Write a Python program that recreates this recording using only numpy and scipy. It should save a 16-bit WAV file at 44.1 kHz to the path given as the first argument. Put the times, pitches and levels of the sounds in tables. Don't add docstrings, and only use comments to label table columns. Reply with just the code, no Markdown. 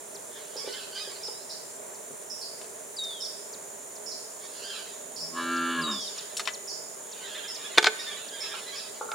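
import sys
import numpy as np
from scipy import signal
from scipy.fft import rfft, irfft
from scipy.io import wavfile
from scipy.ndimage import uniform_filter1d

SR = 44100
rng = np.random.default_rng(int(sys.argv[2]) if len(sys.argv) > 2 else 0)


def wav_out(sig):
    wavfile.write(sys.argv[1], SR, np.round(np.clip(np.atleast_2d(sig).T, -1, 1) * 32767).astype(np.int16))


N = 403375
TIME = np.arange(N) / SR
BINS_HZ = np.maximum(np.arange(N // 2 + 1) * SR / N, 1)

# time in seconds, chest tone level in dB.
EFFORT = [(5.0, -64.5), (5.3, -60), (5.335, -46.5), (5.37, -42), (5.536, -34), (5.734, -35.5), (5.85, -38),
          (5.907, -36.5), (5.95, -41), (5.98, -45), (6.02, -58)]


def from_db(db):
    return 10 ** (np.asarray(db) / 20)


def rms_one(x):
    return x / np.sqrt(np.mean(x ** 2) + 1e-20)


def at_hz(points, hz):
    points = np.array(points)
    return np.interp(np.log(hz), np.log(points[:, 0]), points[:, 1])


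def follow(rows, t):
    s, *columns = np.transpose(rows)
    return [np.interp(t, s, c) for c in columns]


def span(start, end):
    return start + np.arange(max(int((end - start) * SR), 2)) / SR


def drift(rate_hz, size):
    steps = np.arange(size) * rate_hz / SR
    count = int(steps[-1]) + 2
    return np.interp(steps, np.arange(count), rng.standard_normal(count))


def phase_of(hz):
    return 2 * np.pi * np.cumsum(hz) / SR


def fade(t, edge_s):
    return np.clip(np.minimum(t - t[0], t[-1] - t) / edge_s, 0, 1)


def panned(x, pan_db):
    return x * from_db(np.array([[.5], [-.5]]) * pan_db)


def add(out, start_s, x):
    i = max(round(start_s * SR), 0)
    out[..., i:i + x.shape[-1]] += x[..., :N - i]


def resonances(modes, hz):
    return sum(from_db(db) / (1 + ((hz - centre) / width * 2) ** 2) for centre, width, db in modes)


def noise(gain):
    # frequency in Hz, left-right correlation.
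    likeness = [(60, 0.64), (110, 0.63), (200, 0.19), (380, 0.58), (700, -0.037), (1290, 0.13),
                (2380, 0.069), (4400, 0.57), (8120, 0.12), (15000, 0.41)]
    # frequency in Hz, left minus right in dB.
    lean = [(60, -2), (110, 1), (200, 1.5), (380, 3), (700, -8), (1290, 7), (2380, -2.5), (4400, 2.5),
            (8120, -3), (15000, 0)]
    mid, side = rfft(rng.standard_normal((2, N)))
    alike = np.clip(at_hz(likeness, BINS_HZ), 0, .98)
    both = np.sqrt(1 + alike) * mid + np.sqrt(1 - alike) * side * [[1], [-1]]
    return rms_one(irfft(panned(both * gain, at_hz(lean, BINS_HZ)), N))


def scatter(x, t60, delay_s):
    t = np.arange(SR // 2) / SR
    echo = rng.standard_normal((2, len(t))) * from_db(-60 * t / t60) * np.clip(t / delay_s, 0, 1)
    echo /= np.sqrt(np.sum(echo ** 2, axis=1, keepdims=True))
    return signal.fftconvolve(np.atleast_2d(x), echo, axes=1)[:, :N]


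def struck(modes, t, uneven_db=2.5):
    ring = 0
    for hz, db, t60 in modes:
        gain = from_db(db + rng.normal(0, uneven_db) - 60 * t / t60)
        ring = ring + gain * np.sin(2 * np.pi * hz * t) * rng.choice([-1, 1])
    return ring


def air():
    # frequency in Hz, relative density in dB.
    murmur_db, hiss_db = [(18, -83), (30, -43.5), (134, -19.5), (174, -15.5), (230, -13), (352, -13.5),
                          (400, -1), (528, -10), (613, -1.5), (684, -7), (737, -13.5), (903, -9.5),
                          (1280, -17.5), (1730, -16.5), (2500, -22), (3250, -78), (5500, -120)], [(1800, -33), (2600, 3), (3800, 4), (5000, 1), (6200, 13),
                                           (8200, 8.5), (10000, 0.5), (10600, 0.5), (13000, 5), (15500, 0),
                                           (17000, -3)]
    low = from_db(-46.5) * noise(from_db(at_hz(murmur_db, BINS_HZ))) * from_db(0.75 * drift(11, N))
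    return low + from_db(-49.0) * noise(from_db(at_hz(hiss_db, BINS_HZ)))


def katydid(strokes_hz, carrier_hz, sweep, unsteady_db):
    stroke = phase_of(strokes_hz * (1 + 0.0056 * drift(5.8, N))) / (2 * np.pi) % 1
    tone = np.sin(phase_of(carrier_hz * (1 - sweep * (stroke - .5) + 0.00975 * drift(700, N))))
    return rms_one(tone * np.sin(np.pi * stroke) ** 4 * from_db(unsteady_db * drift(25, N)))


def insects():
    # time in seconds, level in dB.
    nearest = [(0, -60.5), (3.2, -56.5), (3.7, -52), (7.0, -49.5), (9.15, -52)]
    # wing strokes per second, pitch in Hz, level in dB, pan in dB.
    neighbours = [(64.9, 9150, -62, -19), (60.3, 7380, -58.5, -1), (58.3, 9500, -62, -7)]
    # centre in Hz, width in Hz (before squaring), level in dB.
    chorus = [(7300, 1450, -50.5), (9400, 1730, -50)]
    near = katydid(strokes_hz=65.1, carrier_hz=6870, sweep=0.1, unsteady_db=1.5)
    near = panned(near * from_db(follow(nearest, TIME)[0]), -4.0)
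    for strokes_hz, pitch_hz, db, pan_db in neighbours:
        near = near + panned(from_db(db) * katydid(strokes_hz, pitch_hz, sweep=0.059, unsteady_db=3.0), pan_db)
    far = 0
    for hz, width_hz, db in chorus:
        band = noise(resonances([(hz, width_hz, 0)], BINS_HZ) ** 2)
        far = far + from_db(db) * band * from_db(1.0 * drift(110, N))
    return near + from_db(-2.5) * scatter(near, t60=0.38, delay_s=0.002) + far


def note(t, hz, db, overtone_db, waver=0.0066):
    phase = phase_of(hz * (1 + waver * drift(394.0, len(t))))
    envelope = from_db(db + 1.3 * drift(130, len(t))) * fade(t, .002)
    return envelope * (np.sin(phase) + from_db(overtone_db) * np.sin(2 * phase))


def near_birds():
    # start in seconds, level in dB, pitch factor.
    songs = [(2.959, -32.5, 0.996), (5.81, -31, 1.008)]
    # seconds after onset, length in seconds, start and end in Hz and extra onset Hz (all before tune and droop),
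    # relative level in dB, dying away in dB.
    song_notes = [(0.003, 0.0266, 5100, 4370, 300, -4, 6), (0.023, .235, 3860, 3313, 354, 1.5, 18.5),
                  (0.027, .035, 4600, 4540, 0, -7, 6), (.135, 0.057, 4640, 4580, 0, -16, 4),
                  (0.256, 0.037, 3900, 3370, 1400, -5.5, 6)]
    # start in seconds, length in seconds, starting Hz, level in dB.
    slurs = [(1.115, .11, 4330, -52), (1.332, .11, 3700, -55.5)]
    # start in seconds, level in dB, pitch factor.
    tsiks = [(0.145, -41, 1.04), (0.722, -38, 0.96), (1.26, -42.5, 0.98), (1.936, -47, 1.2),
             (3.034, -38, 1.05), (3.246, -39.5, 0.96), (3.524, -38.5, 1.1), (3.948, -45, 1.17),
             (4.447, -45, 1.2), (5.161, -47, 0.86), (5.562, -40, 0.98), (6.179, -34, 1),
             (6.532, -34.5, 1.09), (7.114, -39.5, 1.02), (7.545, -36, 1.09), (8.279, -42.5, 0.94),
             (8.781, -37.5, 0.94)]
    # seconds after onset, Hz at factor 1, relative level in dB.
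    tsik = [(0, 6400, -14), (.004, 5900, 0), (.011, 4900, -1), (.019, 4000, -3), (.027, 3250, -9),
            (.032, 2950, -22)]
    droop = 0.087
    drop_s, attack_s, slur_rise_hz_per_s = 0.00424, 0.0071, 5200
    out = np.zeros(N)
    for start_s, song_db, tune in songs:
        for after_s, length_s, from_hz, to_hz, drop_hz, db, dying_db in song_notes:
            t = span(0, length_s)
            sag = 1 - droop * (t / song_notes[1][1]) ** 4
            glide_hz = from_hz + (to_hz - from_hz) * t / length_s + drop_hz * np.exp(-t / drop_s)
            level_db = song_db + db - dying_db * (t / length_s) ** 2
            whistle = note(t, tune * sag * glide_hz, level_db, overtone_db=-15.0)
            add(out, start_s + after_s, whistle * fade(t, attack_s))
    for start_s, length_s, from_hz, db in slurs:
        t = span(0, length_s)
        add(out, start_s, note(t, from_hz + slur_rise_hz_per_s * t, db, overtone_db=-19.0))
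    t = span(0, tsik[-1][0])
    tsik_hz, tsik_db = follow(tsik, t)
    for start_s, db, tune in tsiks:
        add(out, start_s, note(t, tune * tsik_hz, db + tsik_db, overtone_db=-29, waver=0.0295))
    return out + from_db(-9) * scatter(out, t60=0.97, delay_s=0.016)


def shrill_share(hz):
    from_hz, full_hz = 3660, 4660
    return np.clip((hz - from_hz) / (full_hz - from_hz), 0, 1)


def squawk(length_s, pitch_hz, arch, shrill_db=0, rasp=0.018, root_db=-4):
    # frequency in Hz, relative level in dB.
    screech = [(600, -57), (1100, -0.5), (1550, -5.5), (2050, 1), (3200, -1.5), (4000, 2.5), (4900, -6.5),
               (5600, -7.5), (6800, -24)]
    t = span(0, length_s)
    hz = pitch_hz * (1 - arch * (2 * t / length_s - 1) ** 2 + rasp * drift(900, len(t)))
    k = np.arange(1, 7)[:, None]
    partial_hz = k * pitch_hz
    gains = from_db(at_hz(screech, partial_hz) + shrill_db * shrill_share(partial_hz) + root_db * (k == 1))
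    return rms_one(np.sum(gains * np.sin(k * phase_of(hz)), axis=0)) * np.sin(np.pi * t / length_s)


def parakeets(count=700, far_rasp=0.055, blur=0.7, voice_hz=1600, low_voice_hz=1250, voice_spread=0.13):
    # peak time in seconds, peak level in dB, swell time in seconds, shrillness in dB.
    bouts = [(.37, -46.5, 0.037, -2.5), (.74, -43, 0.17, 2), (1.0, -43.5, 0.057, 10.5),
             (4.45, -50.5, 0.038, 5.5), (4.62, -47, 0.078, 7.5), (4.74, -41.5, 0.075, 1.5),
             (6.18, -46.5, 0.1, 2), (7.27, -42.5, 0.11, -3), (7.41, -42.5, 0.072, -17),
             (7.67, -41.5, 0.077, -8), (8.0, -47, 0.12, -4), (8.12, -43.5, 0.095, -10),
             (8.45, -38, 0.072, -9), (8.55, -37, 0.025, -5), (8.74, -43, 0.09, 4)]
    # start in seconds, length in seconds, pitch in Hz, relative level in dB,
    # shrillness in dB, arch as a share of pitch.
    squawks = [(0.68, 0.049, 1495, -45, 3, 0.035), (0.722, 0.045, 1535, -40.5, -4, 0.075),
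               (0.947, 0.046, 1563, -39, -2, 0.05), (0.992, 0.054, 1273, -37, 14, 0.082),
               (4.63, 0.071, 1588, -41, 7, 0.028), (4.681, 0.064, 1596, -41.5, -3, 0.024),
               (4.741, .05, 1330, -41.5, 6, 0.04), (7.232, 0.043, 1573, -44, -8, 0.057),
               (7.306, 0.059, 1660, -45, -8, .05), (7.335, 0.049, 1790, -41, -10, 0.1),
               (7.373, 0.031, 1650, -40, -8, 0.13), (7.427, 0.045, 1630, -41.5, -8, .1),
               (7.587, 0.055, 1876, -49, -8, 0.058), (7.637, 0.046, 1710, -39, -4, 0.089),
               (7.74, 0.038, 1530, -42.5, -7, .05), (7.981, 0.049, 1870, -37, 2, 0.046),
               (8.058, 0.052, 1790, -36.5, -10, 0.053), (8.104, 0.034, 1697, -38.5, -10, 0.068),
               (8.162, 0.029, 1970, -43, -4, 0.054), (8.313, 0.068, 1640, -41.5, -3, 0.063),
               (8.652, 0.078, 2020, -41.5, -2, 0.046), (8.713, .05, 1650, -44, -10, 0.058)]
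    fall, roundness = 2.02, 1.18
    crowd, clear = np.zeros(N), np.zeros(N)
    pitches = rng.choice([voice_hz, voice_hz, low_voice_hz], count)
    pitches = pitches * np.exp(voice_spread * rng.standard_normal(count))
    for (when, length, arch), pitch_hz in zip(rng.random((count, 3)), pitches):
        call = squawk(.03 + 0.04915 * length, pitch_hz, arch=0.1014 * arch, rasp=far_rasp, root_db=-2)
        add(crowd, when * N / SR, call)
    crowd = crowd + blur * scatter(crowd, t60=0.49, delay_s=0.0048)
    crowd /= np.sqrt(uniform_filter1d(np.mean(crowd ** 2, axis=0), SR // 12) + 1e-6)
    top = irfft(rfft(crowd) * shrill_share(BINS_HZ), N)
    power, top_power = 0, 0
    for peak_s, db, swell_s, shrill_db in bouts:
        away = np.maximum(peak_s - TIME, (TIME - peak_s) / fall) / swell_s
        bout = (from_db(db) * np.exp(-away ** roundness)) ** 2
        power = power + bout
        top_power = top_power + bout * from_db(shrill_db) ** 2
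    for start_s, length_s, pitch_hz, db, shrill_db, arch in squawks:
        add(clear, start_s, from_db(db) * squawk(length_s, pitch_hz, arch, shrill_db))
    wash = np.sqrt(power) * (crowd - top) + np.sqrt(top_power) * top
    echo = scatter(clear, t60=0.95, delay_s=0.0041)
    return panned(wash + from_db(-1.0) * clear + from_db(-3.5) * echo, -4.0)


def bumps(contact_s=0.0041, reach=0.94):
    # start in seconds, peak level in dB (before echo), centre in Hz.
    blows = [(.557, -29, 434), (0.642, -33.5, 423), (0.674, -26, 440), (1.074, -35, 397), (1.283, -31, 547),
             (2.106, -38, 191), (8.538, -30, 1320), (9.01, -24, 980), (9.039, -37, 810), (9.05, -39, 474),
             (9.088, -29.5, 1350), (9.116, -25, 940), (9.137, -28, 1310)]
    # frequency in Hz, relative level in dB, t60 in seconds.
    rail = [(161, -17, 0.079), (238, -11.5, 0.091), (419.7, 3.5, 0.1), (485, 12, 0.038), (570, -10, 0.02),
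            (856, 10.5, 0.026), (1110, 4, 0.034), (1227, 8, 0.027), (1377, 12, 0.036)]
    out, t = np.zeros(N), span(0, .2)
    for start_s, db, centre_hz in blows:
        modes = [(hz, level_db - 10 * reach * np.log2(hz / centre_hz) ** 2, t60) for hz, level_db, t60 in rail]
        blow = struck(modes, t) * fade(t, contact_s)
        add(out, start_s, from_db(db) * blow / np.abs(blow).max())
    return out + from_db(-0.5) * scatter(out, t60=0.35, delay_s=0.0061)


def tree_birds(length_s=0.044, buzz_hz=170, leaves_t60=0.65):
    # start in seconds, relative level in dB, pitch in Hz, warble depth as a share of pitch, pan in dB.
    chips = [(0.565, -32.5, 5300, 0.061, -5), (1.232, -31, 5230, 0.037, -3), (1.494, -34.5, 5040, 0.11, -3),
             (2.299, -33, 5400, 0.047, -6), (2.412, -33, 4860, 0.062, -2), (3.204, -31, 5300, 0.054, -6),
             (3.244, -36, 5090, 0.073, 1), (4.061, -35.5, 5380, 0.059, -10), (4.109, -35.5, 4990, 0.099, 0),
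             (5.16, -35, 5080, 0.087, -4), (5.204, -31, 5300, 0.03, -1), (5.911, -32.5, 5140, 0.056, -6),
             (6.004, -31, 5155, 0.107, 0), (6.675, -32, 5160, 0.092, -5), (6.73, -38.5, 5200, 0.033, -2),
             (7.48, -33, 5270, 0.04, -3), (7.992, -36.5, 4900, 0.069, -3), (8.404, -31, 5320, 0.049, -3),
             (8.755, -35.5, 4990, 0.065, -2)]
    out, t = np.zeros((2, N)), span(0, length_s)
    for start_s, db, hz, depth, pan_db in chips:
        warble = depth * (np.sin(2 * np.pi * buzz_hz * t) + 0.726 * drift(696.0, len(t)))
        chip = np.sin(phase_of(hz * (1 + warble))) * fade(t, 0.00074) * from_db(-5 * t / length_s)
        add(out, start_s, panned(from_db(db) * chip, pan_db))
    return from_db(-4.5) * out + from_db(1.0) * scatter(out, t60=leaves_t60, delay_s=0.0014)


def contacts(rows, modes, crack, crack_t60, snap_t60, snap_db, crack_db, ring_db, floor_db, tick_db,
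             tick_t60=0.0044, tick_rise_s=0.00043, width_share=0.057):
    tinge = resonances([(hz, width_share * hz, 0) for hz, db, t60 in modes], BINS_HZ)
    body = from_db(floor_db) + tinge
    grit = noise(from_db(at_hz(crack, BINS_HZ)) * body)[0]
    out, t = np.zeros((2, N)), span(0, .2)
    decay = from_db(-60 * t / crack_t60) + from_db(snap_db - 60 * t / snap_t60)
    for k, (start_s, db, bright_hz, low_hz, pan_db, rise_s) in enumerate(rows):
        gritty = from_db(crack_db) * grit[k * len(t):(k + 1) * len(t)] * decay
        hit = (gritty + from_db(ring_db) * struck(modes, t, uneven_db=1.5)) * fade(t, rise_s)
        band_hz = [low_hz, min(2 * bright_hz, .45 * SR)]
        shaped = signal.sosfilt(signal.butter(2, band_hz, "band", fs=SR, output="sos"), hit)
        tick = rng.standard_normal(len(t)) * from_db(tick_db - 60 * t / tick_t60) * fade(t, rise_s)
        tick = tick * (tick_rise_s / rise_s) ** 2
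        add(out, start_s, panned(from_db(db) * (rms_one(shaped) * hit.std() + tick), pan_db))
    return out


def clatter():
    # start in seconds, relative level in dB,
    # brightness in Hz (half the high cut), low cut in Hz, pan in dB, rise in seconds.
    click_rows, knock_rows = [(2.614, -32.5, 5960, 1500, 7, 0.0014), (2.643, -37, 6000, 1500, 2, .0015),
                              (6.3685, -20.5, 8950, 4000, 0, 0.0011), (6.372, -20.5, 9000, 5000, 0, 0.0011),
                              (6.379, -22, 9000, 5000, 8, 0.0017), (6.395, -16, 8000, 600, -1, 0.0015),
                              (6.402, -21, 8000, 500, 4, 0.0017), (6.454, -24.5, 3200, 3000, 6, .002),
                              (6.474, -14, 2190, 850, 6.5, 0.00067), (6.484, -20, 3000, 1000, 4, 0.0029)], [(7.775, -2, 3970, 250, 2.5, 0.0023),
                                              (7.7815, 2.5, 5150, 200, -1, 0.00066),
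                                              (7.827, -11.5, 6060, 250, -.5, 0.0007),
                                              (7.843, -5.5, 6500, 298, 0, 0.00052),
                                              (7.8585, -16, 3500, 2490, 11, 0.00054),
                                              (7.8635, -1.5, 4020, 252, 0, 0.0047),
                                              (7.869, -1.5, 3500, 248, -1, 0.0016),
                                              (7.895, -28, 2000, 1200, -2, .001),
                                              (9.1155, -21.5, 4000, 700, -3, 0.0013)]
    # frequency in Hz, relative level in dB, t60 in seconds.
    trinket, plank = [(680, -1.5, .055), (1235, 3.5, 0.044), (1687, -9, 0.12), (2000, -9, 0.14),
                      (2630, -1.5, 0.054), (3080, 5, .035), (3670, -12, 0.063), (4290, -11, 0.028),
                      (5550, 4, .035), (6850, -3, 0.037), (7780, 2, .03), (9330, -1, .03)], [(369, -15, 0.14), (434, -10.5, 0.18), (747, -4, 0.04),
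                                       (883, -3, 0.061), (1200, -4, 0.052), (1520, 1.5, 0.068),
                                       (1730, -7, 0.061), (2150, -4.5, 0.062), (2330, -12, 0.035),
                                       (3290, 0, 0.023), (3640, 2, 0.018), (4190, 5, 0.017),
                                       (4620, -11, 0.02), (5050, 2, 0.019)]
    # frequency in Hz, relative density in dB.
    click_crack, knock_crack = [(200, -30), (600, -2), (1300, -1), (3200, -1), (6000, -5), (10000, -9),
                                (13000, -22)], [(120, -58), (200, -19), (427, -7), (540, -5),
                                                     (880, -6), (1090, -11.5), (1510, -7), (1810, -10),
                                                     (2460, -4), (5760, -15.5), (7020, -12), (11000, -27),
                                                     (13000, -33), (15000, -42)]
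    clicks = contacts(click_rows, trinket, click_crack, crack_t60=0.089, snap_t60=0.0069, snap_db=12,
                      crack_db=-14, ring_db=-20, floor_db=5, tick_db=-10)
    knocks = contacts(knock_rows, plank, knock_crack, crack_t60=0.052, snap_t60=0.0085, snap_db=4,
                      crack_db=-13.5, ring_db=-18, floor_db=4.5, tick_db=-15)
    out = clicks + knocks
    early = scatter(out, t60=0.031, delay_s=0.0024)
    late = scatter(out, t60=0.92, delay_s=0.03)
    return out + from_db(-16.0) * early + from_db(-17.0) * late


def moo_gesture(t):
    # time in seconds, pitch in Hz.
    pitch_curve = [(5.2, 81.8), (5.314, 83.05), (5.366, 84.5), (5.552, 85.3), (5.724, 84.66), (5.802, 82.9),
                   (5.86, 79.3), (5.9, 73.8), (5.95, 66.8), (5.99, 62.2)]
    # time in seconds, jaw opening 0-1.
    jaw = [(5.33, 0), (5.39, 0), (5.45, 0.83), (5.64, 1), (5.73, 0.73), (5.8, 0.28), (5.9, 0.16),
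           (6.03, 0.25)]
    # time and half length in seconds, boost in dB.
    twangs = [(5.388, 0.031, 11), (5.796, 0.017, 9)]
    twang_share = 0.72
    clean_rough, rough_per_hz, most_rough = 0.12, 0.079, 0.59
    lips_part_s, lips_part_takes_s = 5.325, 0.038
    lips_meet_s, lips_meet_takes_s = 6.0, 0.11
    shut_mouth_db, wide_mouth_db = 2, 4.5
    hum_mouth_db = -5.5
    nose_shut_hz, nose_wide_hz, nose_shut_db, nose_wide_db = 1680, 1640, -5.5, 0.5
    pitch = follow(pitch_curve, t)[0]
    rough = np.minimum(clean_rough + rough_per_hz * (pitch.max() - pitch), most_rough)
    chest_db, opening = follow(EFFORT, t)[0], follow(jaw, t)[0]
    parting, meeting = (t - lips_part_s) / lips_part_takes_s, (lips_meet_s - t) / lips_meet_takes_s
    humming = 1 - np.clip(np.minimum(parting, meeting), 0, 1)
    twang_db = sum(db * np.exp(-((t - s) / half_s) ** 2) for s, half_s, db in twangs)
    mouth_db = chest_db + shut_mouth_db + (wide_mouth_db - shut_mouth_db) * opening
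    mouth_db = mouth_db + hum_mouth_db * humming + twang_share * twang_db
    nose_hz = nose_shut_hz + (nose_wide_hz - nose_shut_hz) * opening
    nose_db = nose_shut_db + (nose_wide_db - nose_shut_db) * opening + hum_mouth_db * humming + twang_db
    return pitch, rough, chest_db, mouth_db, opening, nose_hz, nose_db


def ringing_phase(modes, hz):
    return np.angle(sum(from_db(db) / (1 + 2j * (hz - centre) / width) for centre, width, db in modes))


def cow(jitter=0.01, flutter=0.21, breath_db=-20, nose_width_hz=75, lowest_hz=200, hum_waver_db=6.0):
    # frequency in Hz, width in Hz, relative level in dB.
    chest_modes = [(204, 35.7, 5), (255, 15, 1), (310, 27, -9), (345.6, 18, -7), (410, 56, -17.5),
                   (595, 74, -20)]
    # frequency in Hz, width in Hz, relative level in dB with jaw shut, the same with jaw wide.
    mouth_modes = [(850, 45, -22, -25), (1037, 63, -4.5, -20), (1080, 50, 6, -24), (1194, 24, 0, -7.5),
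                   (1270, 31, -6, -27), (1370, 46, -9, 2), (1430, 58, -24, -16), (1790, 43, -21, -14),
                   (2300, 83, -19, -16), (2790, 140, -20, -14.5), (3000, 270, -15.5, -23.5),
                   (3500, 200, -32, -26), (4030, 1300, -25, -27.5)]
    # time in seconds, level in dB.
    hum = [(5.0, -68), (5.2, -63), (5.33, -53), (5.85, -48), (5.93, -57), (6.03, -72)]
    t = span(EFFORT[0][0], EFFORT[-1][0])
    pitch, rough, chest_db, mouth_db, opening, nose_hz, nose_db = moo_gesture(t)
    pitch = pitch * (1 + jitter * (0.077 + rough) * drift(70.8, len(t)))
    phase, k = phase_of(pitch), np.arange(2, 56)[:, None]
    waver, swell = np.array([[drift(rate_hz, len(t)) for _ in k] for rate_hz in (90, 7)])
    smear = np.sqrt(k) * rng.standard_normal(k.shape) * 0.3
    turning = k * phase + smear + flutter * rough * waver * k / 2
    hz = k * pitch
    throat = [(nose_hz, nose_width_hz, nose_db)]
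    throat += [(centre, width, shut + (wide - shut) * opening) for centre, width, shut, wide in mouth_modes]
    chest = resonances(chest_modes, hz) / (1 + (lowest_hz / hz) ** 4) * from_db(1.5 * swell)
    mouth = resonances(throat, hz) * from_db(0.1 * k * swell)
    hum_gain = from_db(follow(hum, t)[0] + hum_waver_db * drift(25.3, len(t)))
    voice = hum_gain * np.sqrt(2) * (np.sin(2 * phase) + from_db(-21) * np.sin(phase))
    for modes, gains, level_db in (chest_modes, chest, chest_db), (throat, mouth, mouth_db):
        partials = gains * np.cos(turning + ringing_phase(modes, hz))
        loudness = np.sqrt(np.sum(gains ** 2, axis=0) / 2)
        voice = voice + from_db(level_db) * np.sum(partials, axis=0) / loudness
    open_mouth = [(centre, width, wide) for centre, width, shut, wide in mouth_modes]
    tilt = np.minimum(BINS_HZ, mouth_modes[-1][0]) ** 1.7
    puffs = noise(resonances(open_mouth, BINS_HZ) * tilt)[0, :len(t)] * (1 + np.cos(phase))
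    breath = puffs * from_db(mouth_db + breath_db) * (.5 + rough)
    out = np.zeros(N)
    add(out, t[0], (voice + breath) * fade(t, 0.017))
    return out + from_db(-15) * scatter(out, t60=.65, delay_s=.02)


def scene():
    return air() + insects() + near_birds() + parakeets() + bumps() + tree_birds() + clatter() + cow()


def record(dry):
    cutoff_hz = 15800
    low_pass = signal.ellip(10, .1, 80, cutoff_hz, fs=SR, output="sos")
    return signal.sosfilt(low_pass, np.clip(dry, -1, 1))


dry = scene()
out = record(dry)
wav_out(out)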